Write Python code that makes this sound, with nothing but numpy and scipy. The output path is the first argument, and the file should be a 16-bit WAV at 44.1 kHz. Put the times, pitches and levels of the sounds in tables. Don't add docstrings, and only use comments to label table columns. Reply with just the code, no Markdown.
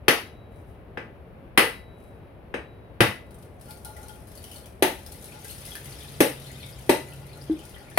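import sys
import numpy as np
from scipy import signal
from scipy.fft import rfft, irfft, next_fast_len
from scipy.io import wavfile
from scipy.ndimage import uniform_filter1d

SR = 44100
rng = np.random.default_rng(int(sys.argv[2]) if len(sys.argv) > 2 else 0)


def field_ratio(decibels):
    return 10 ** (np.asarray(decibels, dtype=float) / 20)


def unload_audio(sound):
    columns = np.transpose(np.atleast_2d(sound))
    steps = np.round(np.clip(columns, -1, 1) * 32767)
    wavfile.write(sys.argv[1], SR, steps.astype(np.int16))


N = 351918
TIME = np.arange(N) / SR
ONSET_DELAY_S = 0.0012

# frequency in Hz, density in dB per Hz.
HUM_SPECTRUM = [(15, -45.5), (27, -20), (59, 0), (99, -2.5), (129, -5.5), (324, -14), (361, -11),
                (460, -12), (498, -14), (555, -11.5), (977, -22), (1090, -23.5), (2510, -32), (7380, -62),
                (11000, -47.5), (15700, -55.5)]
# frequency in Hz, correlation from 0 to 1.
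PORT_LIKENESS = [(40, .45), (75, .8), (130, 0.95), (300, 0.95), (640, 0.45), (1400, 0.13)]
# frequency in Hz, level in dB.
LEFT_EXCESS = [(40, 6.5), (130, .5), (400, 2), (1300, 1.5), (2400, 5.5), (5000, 6), (15000, 5)]
# start in seconds, blade edge in dB, shell body in dB, cavity in Hz, cavity in dB.
BLOWS = [
    (0.08, -9, -16, 363, -33.5),
    (0.9714, -32, -34, 393, -48),
    (1.574, -8, -14, 354, -26.5),
    (2.539, -29, -24, 386, -32.5),
    (3.004, -10.5, -14.5, 355, -11.5),
    (4.822, -12, -14.5, 380, -10),
    (6.203, -11.5, -12.5, 325.7, -6.5),
    (6.892, -13.5, -10, 373, -5),
    (7.496, -54, -39, 313, -19),
    (7.9735, -13, -13.5, 393, -11.5),
]
# frequency in Hz, level in dB, T60 in seconds.
SHELL_MODES = [(496, -4, 0.031), (575, -6, 0.022), (720, -4, 0.0076), (891, -11.5, 0.054),
               (1120, -9, 0.004), (1330, -11, 0.0029)]
# ratio to the knock frequency, level in dB, T60 in seconds.
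KNOCK_PARTIALS = [(0.751, -13.5, 0.002), (1.35, 7, 0.0027)]
# centre in Hz, T60 in seconds, early reflections in dB.
ROOM_BANDS = [(141, 0.33, 11.5), (560, 0.27, -9.5), (2300, .32, 3.5), (10000, 0.31, 6)]
# frequency in Hz, gain in dB.
PORT_RESPONSE = [(30, -26), (90, 2.5), (200, 1.5), (3000, -1), (5500, -7), (7400, -12.5), (8800, -2),
                 (10500, 0), (13000, -7), (16000, -8.5)]
# start in seconds, low blade modes in dB, long ring in dB, high blade modes in dB.
STEEL_RINGS = [
    (.08, -31, -53, -37),
    (.973, -45, -80, -70),
    (1.575, -21.5, -53.5, -48),
    (2.541, -59, -62.5, -52),
    (3.004, -24, -62.5, -41),
    (4.823, -40, -72, -53),
    (6.204, -54, -66, -27),
    (6.893, -31.5, -70, -56),
]
# frequency in Hz, level in dB, T60 in seconds.
BLADE_LOW_MODES = [(1995, 0, .4)]
# frequency in Hz, level in dB, T60 in seconds.
LONG_RING_MODES = [(3890, 0, 1.5), (3896, -9, 1.3)]
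# frequency in Hz, level in dB, T60 in seconds.
BLADE_HIGH_MODES = [(5696, -8, .2), (6244, -5, .2), (8455, -5, .28), (9150, -4, .18), (9685, -7, .25)]
# middle in seconds, length in seconds, level in dB.
HUSK_TURNS = [
    (0.568, 0.098, -60.5),
    (0.694, 0.11, -65.5),
    (2.037, 0.2, -63),
    (2.167, 0.1, -76),
]
# frequency in Hz, level in dB, T60 in seconds.
BOWL_MODES = [(854, -1, .3), (861, -5, .25), (1410, -1, .3), (1420, -6, .2), (2950, -8, .08),
              (4330, -8, .08)]
# time in seconds, flow in dB.
FLOW = [(3.2, -80), (3.4, -70), (3.57, -74.5), (3.68, -53), (3.81, -66), (4.06, -56), (4.22, -63.5),
        (4.4, -56.5), (4.55, -55), (4.8, -74.5), (5.0, -55.5), (5.22, -55.5), (5.5, -50.5), (5.65, -50.5),
        (6.3, -53), (6.6, -55), (7.14, -60.5), (7.98, -63.5)]
# start in seconds, splash in dB, bubble in Hz, bubble in dB.
DROPS = [(2.939, -62.5, 1800, -66.5), (3.3074, -44, 1600, -81), (3.3428, -43, 1520, -76),
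         (3.4231, -40.5, 4050, -64), (3.6104, -38, 1500, -66), (3.7068, -32.5, 4430, -45.5),
         (3.8472, -27, 4070, -44), (3.9644, -34.5, 1940, -53), (4.0294, -43, 6160, -49),
         (4.0926, -41, 3200, -54), (4.2708, -43, 1620, -65), (4.374, -36, 4520, -47),
         (4.44, -30.5, 3000, -47), (4.5136, -35, 2950, -48), (4.559, -33, 4360, -45),
         (4.657, -35.5, 2350, -57), (5.0619, -31, 5400, -47), (5.1183, -32, 4360, -56),
         (5.445, -30.5, 1590, -52), (5.4982, -34, 4240, -46.5), (5.7172, -39.5, 3320, -42.5),
         (5.7527, -25.5, 1710, -40.5), (5.8561, -35, 2040, -51), (6.464, -44, 4200, -45.5),
         (6.6042, -45, 4250, -47.5), (7.0853, -39, 1900, -58), (7.3298, -44, 4120, -48),
         (7.5903, -38.5, 3060, -50.5), (7.6515, -35.5, 3050, -68), (7.7593, -54, 1900, -49)]
# start in seconds, level in dB.
WALL_TAPS = [
    (3.68, -57.5),
    (3.8472, -51.5),
    (3.9635, -57),
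    (4.0294, -58),
    (4.0926, -56.5),
    (5.3389, -60),
]


def on_log(table, hz):
    table_hz, value = np.transpose(table)
    return np.interp(np.log(hz + 1), np.log(table_hz), value)


def unit(x):
    return x / np.sqrt(np.mean(x ** 2))


def band(x, lo_hz, hi_hz):
    sos = signal.butter(2, [lo_hz, min(hi_hz, SR / 2.2)], "band", fs=SR, output="sos")
    return signal.sosfilt(sos, x)


def ring(hz, t60_s, t):
    return np.sin(2 * np.pi * hz * t) * 1000. ** (-t / np.maximum(t60_s, .002))


def ring_all(modes, t, scatter_db, detune):
    out = np.zeros(len(t))
    for hz, db, t60_s in modes:
        strength, shift = rng.standard_normal(2)
        out += field_ratio(db + scatter_db * strength) * ring(hz * (1 + detune * shift), t60_s, t)
    return out


def add(track, start_s, x):
    i = int(start_s * SR)
    track[i:i + len(x)] += x[:N - i]


def ports(envelopes):
    hz = np.fft.rfftfreq(envelopes.shape[-1], 1 / SR)
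    likeness = np.clip(on_log(PORT_LIKENESS, hz), 0, 1)
    mid, side = rfft(rng.standard_normal(envelopes.shape) * envelopes)
    common = np.sqrt(1 + likeness) * mid
    differing = np.sqrt(1 - likeness) * side
    lean = field_ratio(on_log(LEFT_EXCESS, hz) / 2)
    return hz, np.array([lean * (common + differing), (common - differing) / lean])


def hum():
    flicker = field_ratio(0.43 * unit(uniform_filter1d(rng.standard_normal((2, N)), 4000)))
    hz, pair = ports(flicker)
    air = irfft(pair * field_ratio(on_log(HUM_SPECTRUM, hz)), N)
    air *= field_ratio(-46) / np.std(air.mean(axis=0))

    start_s, rise_s, motor_hz, wobble_hz = 5.3, 0.49, 135.7, 6.23
    motor_db, throb_db, ease_start_s, ease_db_per_s = -48, 4, 7.3, -11.5
    running = np.clip((TIME - start_s) / rise_s, 0, 1)
    wobble = unit(uniform_filter1d(rng.standard_normal(N), 1500))
    phase = 2 * np.pi * np.cumsum(motor_hz + wobble_hz * wobble) / SR
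    level_db = motor_db + throb_db * np.roll(wobble, SR)
    level_db += ease_db_per_s * np.maximum(TIME - ease_start_s, 0)
    return air + np.sqrt(2) * running * field_ratio(level_db) * np.sin(phase)


def blow_low(edge_db, cavity_hz, cavity_db, force_db, splits, t):
    thump_db, thump_t60_s = (-14, 0.22) if splits else (edge_db - 14.5, .08)
    cavity_t60_s = 0.049 * np.exp(-0.024 * force_db)
    thump = ring(118, thump_t60_s, t) + 0.78 * ring(205, thump_t60_s, t)
    cavity = ring(cavity_hz, cavity_t60_s, t) + 0.52 * ring(1.14 * cavity_hz, 0.038, t)
    low = field_ratio(thump_db - 1) * thump + field_ratio(cavity_db + 5.5) * cavity
    return low * (1 - np.exp(-t / 0.0023))


def blow_contact(edge_db, body_db, force_db, opened, t):
    knock_hz = 2018 + 12 * force_db
    knock = [(knock_hz, 0, 0.0044 * np.exp(-.04 * force_db))]
    knock += [(ratio * knock_hz, db, t60_s) for ratio, db, t60_s in KNOCK_PARTIALS]
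    open_db = -4 * opened
    hit = field_ratio(body_db + 7) * ring_all(SHELL_MODES, t, scatter_db=4.0, detune=0.02)
    hit += field_ratio(edge_db + open_db + 14) * ring_all(knock, t, scatter_db=1.05, detune=0.012)
    return band(hit, 260, 2400)


def blow_fibres(force_db, opened, t):
    grit = 0.45 * rng.standard_normal((2, len(t))) * np.exp(-t / 0.0054)
    grit[:, 0] += 4
    splinter_db = -10 + 1.51 * force_db
    crack_db = -25 + 1.85 * force_db + 6 * opened
    splinters = field_ratio(splinter_db + 14) * band(grit[0], 3670, 6770)
    return splinters + field_ratio(crack_db + 23) * band(grit[1], 7000, 15000)


def blows():
    split_s, full_blow_db = 3.003, -10
    hits, boom, t = np.zeros(N), np.zeros(N), TIME[:SR // 4]
    for start_s, edge_db, body_db, cavity_hz, cavity_db in BLOWS:
        opened = start_s > split_s + 1
        splits = abs(start_s - split_s) < .1
        force_db = edge_db - full_blow_db
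        low = blow_low(edge_db, cavity_hz, cavity_db, force_db, splits, t)
        hit = blow_contact(edge_db, body_db, force_db, opened, t)
        hit += blow_fibres(force_db, opened, t)
        add(hits, start_s + ONSET_DELAY_S, hit + field_ratio(-5) * low)
        add(boom, start_s + ONSET_DELAY_S, low)
    return hits, boom


def reflections():
    early_s, rise_s = 0.0036, .0004
    t, response = TIME[:2 ** 15], 0
    for centre_hz, t60_s, early_db in ROOM_BANDS:
        fade = 1000. ** (-t / t60_s)
        fade *= (1 + field_ratio(early_db) * np.exp(-t / early_s)) * (1 - np.exp(-t / rise_s))
        hz, pair = ports(np.array([fade, fade]))
        share = on_log([(f, float(f == centre_hz)) for f, *_ in ROOM_BANDS], hz)
        response = response + np.sqrt(share) * pair / np.sqrt(2 * np.sum(fade ** 2))
    return irfft(response * field_ratio(on_log(PORT_RESPONSE, hz)))[:, :-2 ** 13]


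def room(x):
    count, places_per_s = 6, 61.3
    size = next_fast_len(N + 2 ** 15)
    place = TIME * places_per_s % count
    total = 0
    for k in range(count):
        distance = np.abs((place - k + count / 2) % count - count / 2)
        stay = np.sqrt(np.clip(1 - distance, 0, 1))
        total = total + rfft(reflections(), size) * rfft(x * stay, size)
    return irfft(total, size)[:, :N]


def steel():
    out = np.zeros((2, N))
    for start_s, low_db, long_db, high_db in STEEL_RINGS:
        groups = ((low_db, BLADE_LOW_MODES), (long_db, LONG_RING_MODES), (high_db, BLADE_HIGH_MODES))
        for side in out:
            for db, modes in groups:
                tone = ring_all(modes, TIME[:SR], scatter_db=1.5, detune=.0001)
                add(side, start_s + ONSET_DELAY_S, field_ratio(db) * tone)
    return out


def grains(rate_per_s, spread_db):
    clicks = (rng.random(N) < rate_per_s / SR) * rng.standard_normal(N)
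    return unit(clicks * field_ratio(spread_db * np.minimum(rng.exponential(size=N), 4)))


def husk():
    turning = np.zeros(N)
    for middle_s, length_s, db in HUSK_TURNS:
        turning += field_ratio(db) * np.exp(-(2 * (TIME - middle_s) / length_s) ** 2)
    return turning * unit(band(grains(9000, spread_db=9.0), 4900, 16000))


def bowl(push, ringing=1):
    t = TIME[:SR // 2]
    response = sum(field_ratio(db) * ring(hz, ringing * t60_s, t) for hz, db, t60_s in BOWL_MODES)
    return signal.fftconvolve(push, response)[:N]


def trickle():
    flow_s, flow_db = np.transpose(FLOW)
    spray_db = np.interp(TIME, flow_s, flow_db, -120)
    gurgle_db = spray_db - 7 + 3 * (TIME - flow_s[0])
    drum_db = np.minimum(-58 + 2.5 * (gurgle_db + 59.5), -55.5)
    spray = unit(band(grains(1200, spread_db=5.5), 4500, 15000))
    bubbles = np.zeros(N)
    for hz in 1700 * 1.12 ** np.arange(13):
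        bubbles += band(grains(36, spread_db=3.5), hz, 1.14 * hz)
    patter = unit(band(grains(1700, spread_db=0.5), 1200, 6400))
    drumming = unit(bowl(grains(90, spread_db=4.0), ringing=.25))
    out = field_ratio(spray_db) * spray
    out += field_ratio(gurgle_db) * (0.54 * unit(bubbles) + 0.35 * patter)
    return out + field_ratio(drum_db - 13) * drumming


def drops():
    t, out, taps = TIME[:SR // 10], np.zeros(N), np.zeros(N)
    for start_s, splash_db, bubble_hz, bubble_db in DROPS:
        spatter = 0.22 * rng.standard_normal(len(t)) * np.exp(-t / 0.005)
        splash = band((t == 0) * 3 + spatter, 3860, 17000)
        bubble = ring(bubble_hz * (1 + 1.3 * t), .016, t)
        add(out, start_s, field_ratio(splash_db + 3) * splash + field_ratio(bubble_db + 8) * bubble)
        taps[int(start_s * SR)] = field_ratio(-73)
    for start_s, db in WALL_TAPS:
        taps[int(start_s * SR)] = field_ratio(db)
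    return out + bowl(taps)


def scene():
    background = hum()
    hits, boom = blows()
    water = trickle() + drops()
    wet = room(hits + field_ratio(-1.5) * husk() + field_ratio(8.0) * water)
    return wet + boom + steel() + background


def band_limit(x):
    return signal.sosfilt(signal.butter(12, 16510, fs=SR, output="sos"), x)


def record(dry):
    low_pass = signal.ellip(6, .3, 40, 15800, fs=SR, output="sos")
    mix = np.tanh(signal.sosfilt(low_pass, dry) / 1.015) * 1.033
    return band_limit(mix)


dry = scene()
out = record(dry)
unload_audio(out)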